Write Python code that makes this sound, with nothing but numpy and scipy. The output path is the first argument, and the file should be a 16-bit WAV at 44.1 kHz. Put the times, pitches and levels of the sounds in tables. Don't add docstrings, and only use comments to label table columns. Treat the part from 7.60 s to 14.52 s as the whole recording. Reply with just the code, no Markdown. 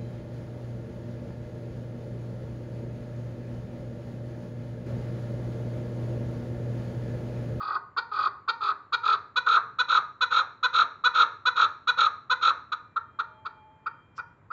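import sys
import numpy as np
from scipy import signal
from scipy.fft import rfft, irfft, next_fast_len
from scipy.io import wavfile
from scipy.ndimage import uniform_filter1d, minimum_filter1d

SR = 44100
rng = np.random.default_rng(int(sys.argv[2]) if len(sys.argv) > 2 else 0)


def int16_out(signal):
    q = np.round(np.clip(np.atleast_2d(signal).T, -1, 1) * 32767)
    wavfile.write(sys.argv[1], SR, q.astype(np.int16))


N = 305169

# (time [s], neck stretch [0-1])
NECK_STRETCH = [(0, 0), (.9, 0.26), (1.4, 0.49), (1.85, 0.83), (2.2, 0.98), (5.5, 0.93), (5.9, 0.32),
                (6.3, 0.55), (6.9, 0.37)]
# (frequency [Hz], gain [dB])
THROAT_HUNCHED = [(150, -59.5), (330, -33), (450, -28.5), (600, -28.5), (780, -31.5), (1000, -11.5),
                  (1150, -4), (1330, -2.5), (1470, -7.5), (1620, -32.5), (1950, -34), (2300, -49),
                  (3000, -78.5)]
THROAT_STRETCHED = [(150, -57), (330, -48), (480, -33.5), (620, -35), (800, -42), (1000, -16), (1150, -0.5),
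                    (1320, 3.5), (1470, -6.5), (1600, -18), (1950, -38.5), (2300, -45), (3000, -82)]
# (frequency [Hz], gain [dB])
BEAK_HUNCHED = [(1500, -41.5), (2100, -19.5), (2450, 2), (2850, -18.5), (3450, -2), (4100, -3.5),
                (4650, 4.5), (5150, -15), (5500, -37.5), (6900, -28), (8200, -48.5)]
BEAK_STRETCHED = [(1500, -34.5), (2050, -19), (2500, -6), (2950, -16.5), (3500, -1.5), (3980, 4),
                  (4350, -14.5), (4950, -34.5), (5600, -23.5), (6150, -30), (6650, -18.5), (7300, -43),
                  (8200, -51)]
# (time [s], share closed [0-1])
BEAK_CLOSING = [(5.3, 0), (5.9, .3), (6.25, 1)]
# (frequency [Hz], gain [dB])
BEAK_SHUT = [(1700, 12), (2050, -2), (2400, 9), (2750, 0.5), (3000, -3), (3350, -10.5), (3650, -10.5),
             (4200, -17.5), (4800, 10), (5600, -17), (6700, -4)]
# (start [s], end [s], first throb [s], throb rate [1/s], throat level [dB], beak level [dB])
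TRILLS = [(0, 0.18, 0.012, 39.93, -27.5, -51.5), (0.513, 0.683, 0.524, 42.6, -26.5, -45),
          (1.005, 1.125, 1.005, 44.54, -23, -43), (1.43, 1.559, 1.443, 41.9, -20, -37),
          (1.86, 1.985, 1.876, 41.6, -17, -34), (2.281, 2.394, 2.305, 41.4, -17, -32),
          (2.705, 2.821, 2.727, 43.9, -16.5, -32), (3.128, 3.239, 3.153, 45.4, -15, -30),
          (3.538, 3.643, 3.561, 42.5, -15.5, -29.5), (3.956, 4.063, 3.979, 41.66, -16, -32),
          (4.371, 4.479, 4.395, 40.1, -16, -30.5), (4.81, 4.914, 4.835, 41.36, -15, -31.5)]
# (frequency [Hz], relative density [dB per Hz])
GRAVEL = [(150, -24), (290, -11.5), (470, -3.5), (620, -4), (800, -6.5), (1000, 5), (1500, -9),
          (3000, -40.5)]
# (delay [s], level [dB])
ECHOES = [(.0046, -35.5), (0.0089, -13.5), (0.025, -28.5), (0.04, -26.5)]
# (frequency [Hz], gain [dB])
YARD_COLOUR = [(150, -4), (300, 11.5), (500, 8.5), (900, 10.5), (1350, -4.5), (1620, 9), (2000, 7.5),
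               (2500, -3), (3400, -11), (4000, -3.5), (5000, -5.5), (6000, 2), (7200, -13), (9000, -8.5)]
# (frequency [Hz], relative density [dB per Hz])
TOWN_RUMBLE = [(25, -36), (55, -11), (105, 3.5), (160, -3), (250, -16.5), (450, -25), (900, -49),
               (3000, -77)]
# (time [s], level [dB])
TOWN_LEVEL = [(0, -63), (3, -64.5), (5.5, -63.5), (6.9, -60.5)]
# (frequency [Hz], relative density [dB per Hz])
AIR_COLOUR = [(100, -12), (250, 1), (450, -2.5), (720, -7.5), (1000, -3.5), (1350, -5), (2000, -13),
              (2800, -25), (3500, -28.5), (5000, -38.5), (6300, -41.5), (7200, -32.5), (8200, -49.5)]
# (start [s], length [s], top pitch [Hz], roughness [0-1], throat level [dB], beak level [dB])
CLUCKS = [(0.363, 0.03333, 467.2, 0.37, -24.5, -37), (0.876, 0.0317, 478.8, 0.32, -23, -33.5),
          (1.321, 0.0339, 481, 0.23, -23, -31.5), (1.756, 0.03543, 500, 0.11, -24.5, -29),
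          (2.184, 0.03786, 502.5, 0.04, -23.5, -28.5), (2.606, 0.04065, 502.1, 0.21, -23, -28),
          (3.027, 0.0412, 508.9, 0.23, -22.5, -28.5), (3.437, 0.045, 499.6, 0.24, -20.5, -27.5),
          (3.852, 0.0427, 503.8, 0.19, -22, -28), (4.27, 0.0404, 498.5, 0.2, -22, -28),
          (4.696, 0.04303, 510.5, 0.21, -23, -30), (5.116, 0.02583, 465.6, 0.59, -25.5, -38),
          (5.359, 0.023, 458.8, 0.44, -24, -48.5), (5.587, 0.0265, 469.6, 0.53, -24, -43),
          (5.849, 0.02635, 460, 0.58, -32.5, -49.5), (6.258, 0.0228, 466.7, 0.31, -28, -49),
          (6.577, 0.0296, 471.1, 0.5, -32, -51.5), (6.901, 0.029, 488.7, 0.42, -33.5, -59.5)]
# (start [s], end [s], frequency [Hz], level [dB])
WHINE_TONES = [(5.5, 6.35, 872, -59), (5.25, 6.3, 630, -70), (5.0, 6.9, 2395, -76), (5.3, 6.8, 3195, -77)]
# (time [s], half-width of the swell [s], level [dB])
FEATHER_RUSTLE = (6.578, 0.0134, -57.5)
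# (frequency [Hz], gain [dB])
FEATHER_COLOUR = [(1500, -7), (3800, -8), (5200, 3), (6500, -9), (7500, -9.5), (8300, -27)]


def from_db(db):
    return 10 ** (np.asarray(db) / 20)


def rms_one(x):
    return x / np.sqrt(np.mean(x ** 2) + 1e-20)


def colour(x, spectrum, other=None, blend=0):
    size = 2 * next_fast_len(len(x) + 2048)
    log_hz = np.log(np.fft.rfftfreq(size, 1 / SR) + 1)

    def curve(points):
        hz, db = np.transpose(points)
        return np.interp(log_hz, np.log(hz), db)

    db = (1 - blend) * curve(spectrum) + blend * curve(other or spectrum)
    cepstrum = irfft(np.log(from_db(db)))
    cepstrum[1:size // 2] *= 2
    cepstrum[size // 2 + 1:] = 0
    response = np.exp(rfft(cepstrum))
    return irfft(rfft(x, size) * response)[:len(x)]


def wander(count, rate):
    knots = rng.standard_normal(int(count / SR * rate) + 3)
    return np.interp(np.arange(count) / SR * rate, np.arange(len(knots)), knots)


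def gate(t, length, rise, fall):
    opening = np.sin(np.pi / 2 * np.clip(t / rise, 0, 1))
    closing = np.sin(np.pi / 2 * np.clip((length - t) / fall, 0, 1))
    return opening * closing


def add(out, start, sound):
    i = max(int(start * SR), 0)
    out[i:i + len(sound)] += sound[:max(N - i, 0)]


def even(x, seconds, share=1):
    local = np.abs(uniform_filter1d(x * x, max(int(seconds * SR), 2)))
    power = local + 1e-3 * np.mean(x * x)
    return rms_one(x / power ** (share / 2))


def stretch_at(when):
    return np.clip(np.interp(when, *np.transpose(NECK_STRETCH)), 0, 1)


def by_posture(when, hunched, stretched):
    return hunched + stretch_at(when) * (stretched - hunched)


def syrinx(pitch, jitter, hoarse):
    count = len(pitch)
    unsteady_pitch = pitch * (1 + jitter * wander(count, rate=700))
    phase = 2 * np.pi * (rng.random() + np.cumsum(unsteady_pitch) / SR)
    harmonic = np.arange(1, 20)[:, None]
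    partials = np.cos(harmonic * phase + harmonic * harmonic * np.pi / 6)
    pulses = rms_one(partials.sum(0))
    turbulence = rng.standard_normal(count) * (1 + np.cos(phase))
    return pulses + hoarse * turbulence


def throat(source, when):
    return colour(source, THROAT_HUNCHED, THROAT_STRETCHED, stretch_at(when))


def beak(source, when):
    shut = np.clip(np.interp(when, *np.transpose(BEAK_CLOSING)), 0, 1)
    open_beak = colour(source, BEAK_HUNCHED, BEAK_STRETCHED, stretch_at(when))
    shut_colour = [(hz, shut * db) for hz, db in BEAK_SHUT]
    return rms_one(colour(open_beak, shut_colour))


def trills():
    crescendo_db_per_s, throb_scatter_db, throb_pitch_scatter = 58.5, 1.83, .022
    run_out_s, run_out_db = 0.01811, -10.5
    sweep, sag, sag_s = 0.0683, .22, .011
    trough, lock = 0.17, 0.6094
    second_pitch = 0.77
    hiss, grain, rattle_lead = .4, .35, 0.34
    gravel_db = -29.5
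    out = np.zeros(N)
    for start, end, first_throb, rate, throat_db, beak_db in TRILLS:
        length = end - start
        t = start + np.arange(int(length * SR)) / SR
        at = np.arange(first_throb, end, 1 / rate)
        cycle = (t - first_throb) * rate
        pitch_chance, level_chance = rng.standard_normal((2, len(at)))
        hz = by_posture(start, 398.1, 448.75) * (1 + throb_pitch_scatter * pitch_chance)
        spent = np.clip(1 - (end - at) / run_out_s, 0, 1)
        db = throat_db + crescendo_db_per_s * (at - (start + end) / 2)
        db = db + run_out_db * spent + throb_scatter_db * level_chance
        effort = from_db(np.interp(t, at, db))
        throb_width_s = by_posture(start, 0.005694624, 0.003909984)
        offset = np.abs(t - at[:, None]).min(0)
        throb = np.exp(-.5 * (offset / throb_width_s) ** 2)
        loose = 1 - lock * throb
        swing = 1 - sweep * np.sin(2 * np.pi * cycle)
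        final_sag = 1 - sag * np.exp((t - end) / sag_s)
        pitch = np.interp(t, at, hz) * swing * final_sag
        first = syrinx(pitch, jitter=.04 * loose, hoarse=.3 * loose)
        second = syrinx(second_pitch * pitch, jitter=.06, hoarse=.7)
        second_gain = from_db(by_posture(start, -4, -9)) * loose
        membranes = first + second_gain * second
        voice = even(throat(membranes, start), seconds=.012) * effort * (trough + throb)
        gravel = rms_one(colour(rng.standard_normal(len(t)), GRAVEL))
        low = voice + from_db(gravel_db) * effort * gravel
        low = low * gate(t - start, length, rise=0.0068, fall=0.0012)
        rattle_depth = by_posture(start, 0.42, 0.19)
        rattle = 1 + rattle_depth * np.cos(2 * np.pi * (cycle + rattle_lead))
        rasp = beak(membranes + hiss * rng.standard_normal(len(t)), start)
        rasp = rasp * rattle * (1 + grain * wander(len(t), rate=300))
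        high = rms_one(rasp * effort ** 0.48 * gate(t - start, length, rise=0.033, fall=0.031))
        add(out, start, low + from_db(beak_db) * high)
    return out


def yard(x):
    t = np.arange(int(.7 * SR)) / SR
    response = np.zeros(len(t))
    # level [dB], time to decay by 60 dB [s]
    for db, decay_s in ((-11.5, 0.405), (-14.5, 0.056)):
        noise = colour(rng.standard_normal(len(t)), YARD_COLOUR)
        scatter = noise * from_db(-60 * t / decay_s) * np.clip(t / 0.0046, 0, 1)
        response += from_db(db) * scatter / np.sqrt(np.sum(scatter ** 2))
    for delay, db in ECHOES:
        response[int(delay * SR)] += from_db(db)
    return x + signal.fftconvolve(x, response)[:N]


def town():
    mean_db = np.interp(np.arange(N) / SR, *np.transpose(TOWN_LEVEL))
    level_db = mean_db + 2.5 * wander(N, rate=14)
    return from_db(level_db) * rms_one(colour(rng.standard_normal(N), TOWN_RUMBLE))


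def air():
    return from_db(-64) * rms_one(colour(rng.standard_normal(N), AIR_COLOUR))


def clucks():
    droop, arch_power, bright_power = 0.22, 2.1, 1.86
    edge_hoarse, edge_jitter, hoarseness = .2, .018, .55
    out = np.zeros(N)
    for start, length, top_hz, rough, throat_db, beak_db in CLUCKS:
        t = np.arange(int(length * SR)) / SR
        crest = by_posture(start, .72, .52)
        slack = np.clip(np.abs(t / length - crest) * 2, 0, 1)
        pitch = top_hz * (1 - droop * slack ** arch_power)
        jitter = 0.22 * rough ** 2 + edge_jitter * slack ** 2
        source = syrinx(pitch, jitter, hoarse=hoarseness * rough + edge_hoarse * slack ** 2)
        swell_db = by_posture(start, 13, 6.5)
        swell = from_db(swell_db * (t / length - .5)) * gate(t, length, rise=.01, fall=.005)
        low = rms_one(even(throat(source, start), seconds=0.0073, share=0.42) * swell)
        bloom = np.maximum(1.15 - slack ** 2, 0) ** bright_power
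        high = rms_one(beak(source, start) * bloom * gate(t, length, rise=0.008, fall=0.0028))
        add(out, start, from_db(throat_db) * low + from_db(beak_db) * high)
    return out


def whine():
    waver, flicker_db = .007, 3
    t = np.arange(N) / SR
    out = np.zeros(N)
    for start, end, hz, db in WHINE_TONES:
        pitch = hz * (1 + waver * wander(N, rate=49))
        phase = 2 * np.pi * np.cumsum(pitch) / SR
        level = from_db(db + flicker_db * wander(N, rate=14))
        level = level * gate(t - start, end - start, rise=0.522, fall=0.393)
        out += np.sqrt(2) * level * np.sin(phase)
    return out


def rustle():
    when, half_width, db = FEATHER_RUSTLE
    swell = np.exp(-((np.arange(N) / SR - when) / half_width) ** 2)
    return from_db(db) * swell * rms_one(colour(rng.standard_normal(N), FEATHER_COLOUR))


def scene():
    bird = trills() + clucks() + rustle()
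    return (yard(bird) + town() + air() + whine())[None]


def record(dry):
    ceiling, cutoff_hz = .33, 8150
    peaks = -minimum_filter1d(-np.abs(dry), size=90)
    gain = uniform_filter1d(np.minimum(1, ceiling / (peaks + 1e-9)), size=90)
    low_pass = signal.ellip(10, .1, 80, cutoff_hz, fs=SR, output="sos")
    return signal.sosfilt(low_pass, dry * gain)


dry = scene()
out = record(dry)
int16_out(out)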